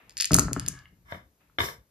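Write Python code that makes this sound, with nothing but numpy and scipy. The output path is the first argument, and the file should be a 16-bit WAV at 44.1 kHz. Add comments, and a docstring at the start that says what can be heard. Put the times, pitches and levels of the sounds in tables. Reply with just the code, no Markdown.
"""A sleeve rustles and dice clack in a cupped hand, each clack a bright tick over a hollow ring.
From 0.3 s they land in a felt-lined tray: it knocks, the board below booms, the dice hit each other.
They patter over the felt; the last tips flat at 0.86 s. At 1.1 s and 1.6 s something wooden is bumped
farther off, the first time after a scrape. A quiet room hum lies under it all."""
import sys
import numpy as np
from scipy import signal
from scipy.fft import rfft, irfft, next_fast_len
from scipy.io import wavfile

SR = 44100
rng = np.random.default_rng(int(sys.argv[2]) if len(sys.argv) > 2 else 0)


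def dump_mix(stems):
    """Bounce the given channels to the path in sys.argv[1] as a 16-bit WAV at rate SR."""
    frames = np.atleast_2d(stems).T  # one column per channel
    limited = np.clip(frames, -1, 1)  # hard clip at full scale
    pcm = np.round(limited * 32767).astype(np.int16)
    wavfile.write(sys.argv[1], SR, pcm)


N = 83790

# modes of a die on felt: pitch_hz, level_db, t60_s
FELT_MODES = [(1250, -4, .015), (1670, 0, .025), (2150, -7, .015), (2850, -8, .015)]


def dice_clacks():
    """A touch and three fainter ones excite a bright, short ring and the hollow of the hand."""
    # clacks; a faint tail follows the first at 0.107-0.124 s: start_s, level_db, hollow_over_tick_db
    clacks = [(0.0954, -35.0, 5), (0.107, -41, 9.5), (0.1145, -51.5, 16), (0.1186, -48.5, 18),
              (0.124, -50.5, 3.5), (0.1698, -20.5, 14.5), (0.173, -33.5, 13), (0.178, -25.5, -3.5),
              (0.1813, -31.5, 6.5), (0.1844, -24.5, 10.5), (0.1886, -28, 4), (0.194, -34, 11.5),
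              (0.1982, -31, 8.5), (0.201, -10.5, 21), (0.206, -11, 17), (0.2097, -10, 4), (0.2155, -26, 7),
              (0.2215, -18.5, 0.5), (0.2239, -11, 13.5), (0.2312, -24, -6.5), (0.2442, -8.5, 12.5),
              (0.2552, -15, -6), (0.2583, -29.5, -8), (0.2619, -34.5, 2), (0.2739, -34.5, -10),
              (0.3163, -22, 9), (0.3194, -17.5, -3), (0.323, -29, 0), (0.3334, -10, 0.5), (0.3384, -24, 1),
              (0.3427, -4, -24), (0.3443, 2, -16.5), (0.3537, -18.5, -15.5), (0.3585, -23.5, 2),
              (0.365, -13, -13), (0.368, -25, -0.5), (0.3871, -11, -1), (0.3945, -7, -8.5),
              (0.3967, -13.5, -15), (0.4074, -27, -13), (0.4214, -30.5, -5), (0.432, -34.5, -9.5),
              (0.5316, -16.5, -5), (0.5968, -19.5, 2.5), (0.6630, -21.5, 9.5), (0.6804, -23, -2),
              (0.6848, -14, -35), (0.7899, -40, 9), (0.8835, -56, 20.5)]
    hollow_modes = [(1800, -12), (2600, -9.5), (3600, -9.5), (4400, -3.5), (5300, -1)]  # cupped hollow: pitch_hz, level_db
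    tick_modes = [(6200, 5.5), (7200, 6.5), (8300, 6), (9600, 4), (11200, -3.5), (12800, -10.5)]  # bright, short ring: pitch_hz, level_db
    chatter_s, chatter_db = 0.0033, -13
    hollow_t60_s, tick_t60_s = 0.0045, 0.0028
    throw_s, open_db_per_oct = 0.3, -0.5
    start_s, level_db, hollow_db = np.repeat(clacks, 4, axis=0).T
    lateness = (rng.random((len(clacks), 4)) * [0, 1, 1, 1]).ravel()
    start_s = start_s + chatter_s * lateness
    level_db = level_db + chatter_db * (1 + lateness) * (lateness > 0)
    tick_db = level_db - 10 * np.log10(1 + 10 ** (hollow_db / 10))  # tick and hollow share the power

    def hollow_mode_db(hz):
        """Out of the hand, the lower modes gain slightly on the top one."""
        tilt_db = open_db_per_oct * np.log2(hz / hollow_modes[-1][0])
        return tick_db + hollow_db + tilt_db * (start_s > throw_s)

    hollow = strike(start_s, hollow_mode_db, [(*mode, hollow_t60_s) for mode in hollow_modes])
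    tick = strike(start_s, lambda hz: tick_db, [(*mode, tick_t60_s) for mode in tick_modes])
    return highpass(hollow + highpass(tick, 4500), 1490, order=4)


def tray_landings():
    """A landing knocks the tray, then the board below booms; the felt dulls both."""
    landings = [(0.3085, -18, -16.5, 9), (.315, -21, -43, 12.5), (0.321, -25.5, -32.5, 13.5),
                (0.328, -10, -28.5, 0), (.351, -23.5, -16, 15.5), (.357, -16, -34, 5),
                (.385, -22, -9.5, 12.5), (0.393, -25.5, -20, 11), (0.4, -22.5, -52, -23),
                (0.417, -23.5, -50.5, 5), (0.43, -22.5, -56.5, -7), (0.451, -18, -55, -8.5),
                (0.483, -33, -20, -2), (0.49, -28.5, -43, 6.5), (0.512, -36, -30.5, 18.5),
                (0.521, -30.5, -54, 10.5), (0.5639, -22, -18, 10), (0.619, -33, -52, -5),
                (0.644, -32.5, -49.5, -5), (0.673, -36, -43.5, 9), (0.695, -35, -60, -1),
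                (0.727, -45, -53.5, 10), (0.749, -44.5, -51.5, 1), (0.925, -52, -71, -6),
                (.967, -58, -65, -27), (1.498, -87, -54, -2.5)]  # die on tray: start_s, boom_db, knock_db, upper_modes_db
    board_modes = [(54, -15.5, 0.2), (71.5, -0.5, 0.17), (132.6, -2.5, 0.24), (172.6, 2.5, 0.1),
                   (205.4, 2.5, 0.039), (264, 1.5, 0.036), (345, -12, 0.08), (467, -10.5, 0.037),
                   (616, -13.5, 0.055)]  # pitch_hz, level_db, t60_s
    knock_modes = [(830, -1.5, 0.0011), (1352, -9.5, 0.021), (1550, -10, 0.005)]  # pitch_hz, level_db, t60_s
    upper_from_hz, felt_hz = 230, 2100
    start_s, boom_db, knock_db, upper_db = np.transpose(landings)
    boom = strike(start_s, lambda hz: boom_db - 8 + upper_db * (hz > upper_from_hz), board_modes,
                  lag_at_250hz_s=0.0031, in_phase=True)
    knock = strike(start_s, lambda hz: knock_db + 3, knock_modes, in_phase=True)
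    knock = lowpass(highpass(knock, 400), felt_hz)
    return lowpass(lowpass(boom, 900) + knock, felt_hz)


def dice_rolling():
    """Dense random touches on the felt ring the tumbling dice."""
    contour = [(.55, -47.5), (.63, -55), (.78, -54.5), (.87, -65), (.93, -100)]  # time_s, level_db
    touches_per_s = 2900
    patter = (rng.random(N) < touches_per_s / SR) * rng.standard_normal(N) + 1e-18
    roll = sum(from_db(db) * ring(patter, hz, t60_s) for hz, db, t60_s in FELT_MODES)
    return envelope(contour) * highpass(roll / roll.std(), 920)


def last_die():
    """The last die tips flat: one soft click in its upper modes."""
    top_hz = 3300
    click = clicks(start_s=[0.856], gains=from_db(-41))
    tip = sum(ring(click, hz, t60_s) for hz, _, t60_s in FELT_MODES[2:])
    return lowpass(lowpass(highpass(tip, 1800), top_hz), top_hz)


def far_bumps():
    """Distant wood scrapes, then blows crack, boom and ring on; a high hiss swells with both."""
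    blows = [(1.121, -34.5, -35.5, 99, 546, -50.5, 2300), (1.1437, -51.5, -38, 176, 603, -81, 1510),
             (1.5845, -24.5, -33.5, 79.4, 376, -34.5, 9000), (1.602, -28, -29, 82.1, 404, -36, 9340),
             (1.634, -35, -35, 142.4, 442, -32, 1984), (1.684, -42, -57, 129, 460, -46.5, 2640)]  # start_s, knock_db, boom_db, boom_hz, body_hz, hiss_db, top_hz
    wood_modes = [(674, -8, 100), (956, -5, 88), (1122, -5, 162), (1390, -16, 750), (1684, -5, 295),
                  (2110, -4, 306), (3073, -10.5, 273), (3606, -6, 293), (4242, -29, 600), (5366, -19, 183)]  # pitch_hz, level_db, width_hz
    hiss_bands = [(4300, -1, 1200), (6600, 2, 600), (8040, 2.5, 1800), (9600, -7, 1000), (12450, 3, 4100),
                  (5310, 15, 110), (5740, 13, 100)]  # high hiss, two narrow singing bands: pitch_hz, level_db, width_hz
    scrape_contour = [(1.05, -60.5), (1.085, -49), (1.12, -35), (1.13, -71)]  # time_s, level_db
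    correlation, body_width_hz = -0.28, 147
    noise = rng.standard_normal((2, N))
    noise[1] = correlation * noise[0] + np.sqrt(1 - correlation ** 2) * noise[1]
    scrape = envelope(scrape_contour)
    drive = lowpass(scrape * noise, 1850)
    hiss_gain = from_db(-21) * scrape
    out = 0
    for start_s, knock_db, boom_db, boom_hz, body_hz, hiss_db, top_hz in blows:
        tail = from_db(knock_db) * fade(start_s, t60_s=0.31)
        crack = from_db(knock_db + 15.5) * fade(start_s, t60_s=0.012, rise_s=0.0005)
        drive = drive + lowpass(tail * noise, top_hz) + lowpass(crack * noise, 2 * top_hz)
        body = bandpass((tail + crack) * noise[0], body_hz, body_width_hz)
        out += from_db(9) * bandpass(body, body_hz, 2 * body_width_hz)
        thump = clicks([start_s + 0.0015], gains=45) + fade(start_s, t60_s=0.28) * noise[0]
        out += from_db(boom_db + 17) * lowpass(bandpass(thump, boom_hz, width_hz=29), 400)
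        hiss_gain += from_db(hiss_db) * fade(start_s, t60_s=0.23, rise_s=0.018)
    for k, (hz, db, width_hz) in enumerate(wood_modes):
        mode = bandpass(bandpass(drive, hz, width_hz), hz, width_hz)
        out = out + (-1) ** k * from_db(db + 13.5) * mode
    flat_noise = diffuse_noise(np.ones_like)
    hiss = sum(from_db(db) * bandpass(flat_noise, hz, width_hz) for hz, db, width_hz in hiss_bands)
    hiss = highpass(hiss, 1800)
    return out + hiss_gain * hiss / hiss.std()


def sleeve_rustle():
    """Cloth noise during the shake and again before the second bump."""
    contour = [(0, -59.5), (.15, -67.5), (.3, -78.5), (1.39, -90), (1.41, -65.5), (1.46, -73.5),
               (1.57, -81)]  # time_s, level_db
    spectrum = [(200, -3.5), (1200, -1.5), (2500, -1), (5000, -32.5), (9000, -24.5)]  # freq_hz, density_db
    return envelope(contour) * steady_noise(spectrum)


def room_reverb(x):
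    """One hard echo and a tail that dies band by band."""
    bands = [(108, -15, 0.55), (423, -15.5, 0.2), (1496, -11.5, 0.37), (3970, -12, 0.33), (8500, -24, 0.3),
             (14480, -14, 0.15)]  # tail: freq_hz, level_db, t60_s
    echo_s, echo_db = 0.0071, -22

    def band_gain(hz):
        decay = fade(start_s=0.0022, t60_s=at_hz(bands, hz, col=2), rise_s=0.0013)
        return from_db(at_hz(bands, hz) - 25.5) * decay

    response = diffuse_noise(band_gain)
    response[:, int(echo_s * SR)] += from_db(echo_db)
    size = next_fast_len(2 * N)
    return irfft(rfft(x, size) * rfft(response, size), size)[:, :N]


def room_hum():
    """Steady broad noise and a low rumble that dips at 1.3 s; a soft low bump sounds near the end."""
    hum_spectrum = [(300, -30.5), (815, -39), (3070, -46.5), (9000, -45), (12800, -43), (15000, -52)]  # freq_hz, density_db
    rumble_spectrum = [(40, 5), (120, -1), (300, -15), (600, -50)]  # freq_hz, density_db
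    rumble_contour = [(0, -62), (1.27, -61), (1.32, -77), (1.783, -57), (1.819, -61), (1.859, -80)]  # time_s, level_db
    hum = from_db(-71) * steady_noise(hum_spectrum)
    held_to_end = rumble_contour + [(N / SR, rumble_contour[-1][1])]
    return hum + envelope(held_to_end) * steady_noise(rumble_spectrum)


def strike(start_s, blow_db, modes, lag_at_250hz_s=0, in_phase=False):
    """Blows ring modes at blow_db(hz); low modes lag most; signs alternate unless in_phase."""
    spread_db = 1.5 * rng.standard_normal((len(start_s), len(modes)))
    out = 0
    for k, (hz, db, t60_s) in enumerate(modes):
        sign = 1 if in_phase else (-1) ** k
        gains = sign * from_db(blow_db(hz) + db + spread_db[:, k])
        arrival_s = start_s + lag_at_250hz_s * np.sqrt(250 / hz)
        out += ring(clicks(arrival_s, gains), hz, t60_s)
    return out


def clicks(start_s, gains):
    out = np.full(N, 1e-18)
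    np.add.at(out, (np.asarray(start_s) * SR).astype(int), gains)
    return out


def ring(x, hz, t60_s):
    """A unit click starts a decaying unit sine."""
    r, w = from_db(-60 / (t60_s * SR)), 2 * np.pi * hz / SR
    return signal.lfilter([0, np.sin(w)], [1, -2 * r * np.cos(w), r * r], x)


def diffuse_noise(gain):
    """Stereo noise in half-octave bands; gain(hz) may vary in time."""
    likeness = [(100, .95), (400, 1), (1500, 0), (6000, 0.41), (8500, 0.93), (14000, 0.8)]  # left to right in diffuse sound: freq_hz, correlation
    edges_hz = 30 * 2 ** np.arange(0, 9.1, 0.5)
    out, white = 0, rng.standard_normal((2, 2, N))
    for k, (low_hz, high_hz) in enumerate(zip(edges_hz, edges_hz[1:])):
        band = signal.butter(2, [low_hz, high_hz], "band", fs=SR, output="sos")
        mid, side = signal.sosfilt(band, white[k % 2])
        hz = np.sqrt(low_hz * high_hz)
        correlation = at_hz(likeness, hz)
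        stereo = np.sqrt(1 + correlation) * mid + np.sqrt(1 - correlation) * side * [[1], [-1]]
        out += gain(hz) * stereo
    return out


def steady_noise(spectrum):
    x = diffuse_noise(lambda hz: from_db(at_hz(spectrum, hz)))
    return x / x.std()


def envelope(contour):
    """Gain from time_s, level_db rows; silent outside them."""
    time_s, level_db = np.transpose(contour)
    return from_db(np.interp(np.arange(N) / SR, time_s, level_db, -200, -200))


def fade(start_s, t60_s, rise_s=0.0003):
    """Rise, then fall ever faster; t60_s sets the initial slope."""
    steepen_db_per_s2 = 246.5
    t = np.maximum(np.arange(N) / SR - start_s, 0)
    return (1 - np.exp(-t / rise_s)) * from_db(-60 * t / t60_s - steepen_db_per_s2 * t * t)


def from_db(db):
    return 10 ** (np.asarray(db) / 20)


def at_hz(rows, hz, col=1):
    columns = np.transpose(rows)
    return np.interp(np.log(hz), np.log(columns[0]), columns[col])


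def bandpass(x, hz, width_hz):
    r, w = np.exp(-np.pi * width_hz / SR), 2 * np.pi * hz / SR
    gain = (1 - r * r) / 2
    return signal.lfilter([gain, 0, -gain], [1, -2 * r * np.cos(w), r * r], x)


def lowpass(x, hz, order=2):
    return signal.sosfilt(signal.butter(order, min(hz, 18000), fs=SR, output="sos"), x)


def highpass(x, hz, order=2):
    return signal.sosfilt(signal.butter(order, hz, "high", fs=SR, output="sos"), x)


def scene():
    near = dice_clacks() + tray_landings() + dice_rolling() + last_die()
    return near + room_reverb(near) + far_bumps() + sleeve_rustle() + room_hum()


def record(dry):
    """Two microphone ports differ in phase and level; band limits, clipping, a steep top cut."""
    port_phase = [(300, 0), (2000, -.1), (3500, -.8), (5500, 1.8), (7000, 2.2), (8300, 3.05), (9650, 3.5),
                  (11000, 4.3), (12400, 5.4), (13800, 6.2)]  # right over left: freq_hz, phase_rad
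    balance = [(60, 2), (300, 4), (1300, 2), (3000, 1.5), (7000, 3.5), (9000, 1.5)]  # left over right: freq_hz, level_db
    low_cut_hz, top_hz, stop_hz = 50, 14200, 15200
    size = next_fast_len(N + 2048)
    hz = np.maximum(np.fft.rfftfreq(size, 1 / SR), 1)
    left = from_db(at_hz(balance, hz) / 2) * np.exp(-0.5j * at_hz(port_phase, hz))
    x = irfft(rfft(dry, size) * [left, 1 / left], size)[:, :N]
    x = lowpass(highpass(x, low_cut_hz, order=4), top_hz, order=4)
    return signal.sosfilt(signal.cheby2(12, 60, stop_hz, fs=SR, output="sos"), np.clip(x, -1, 1))


dry = scene()
out = record(dry)
dump_mix(out)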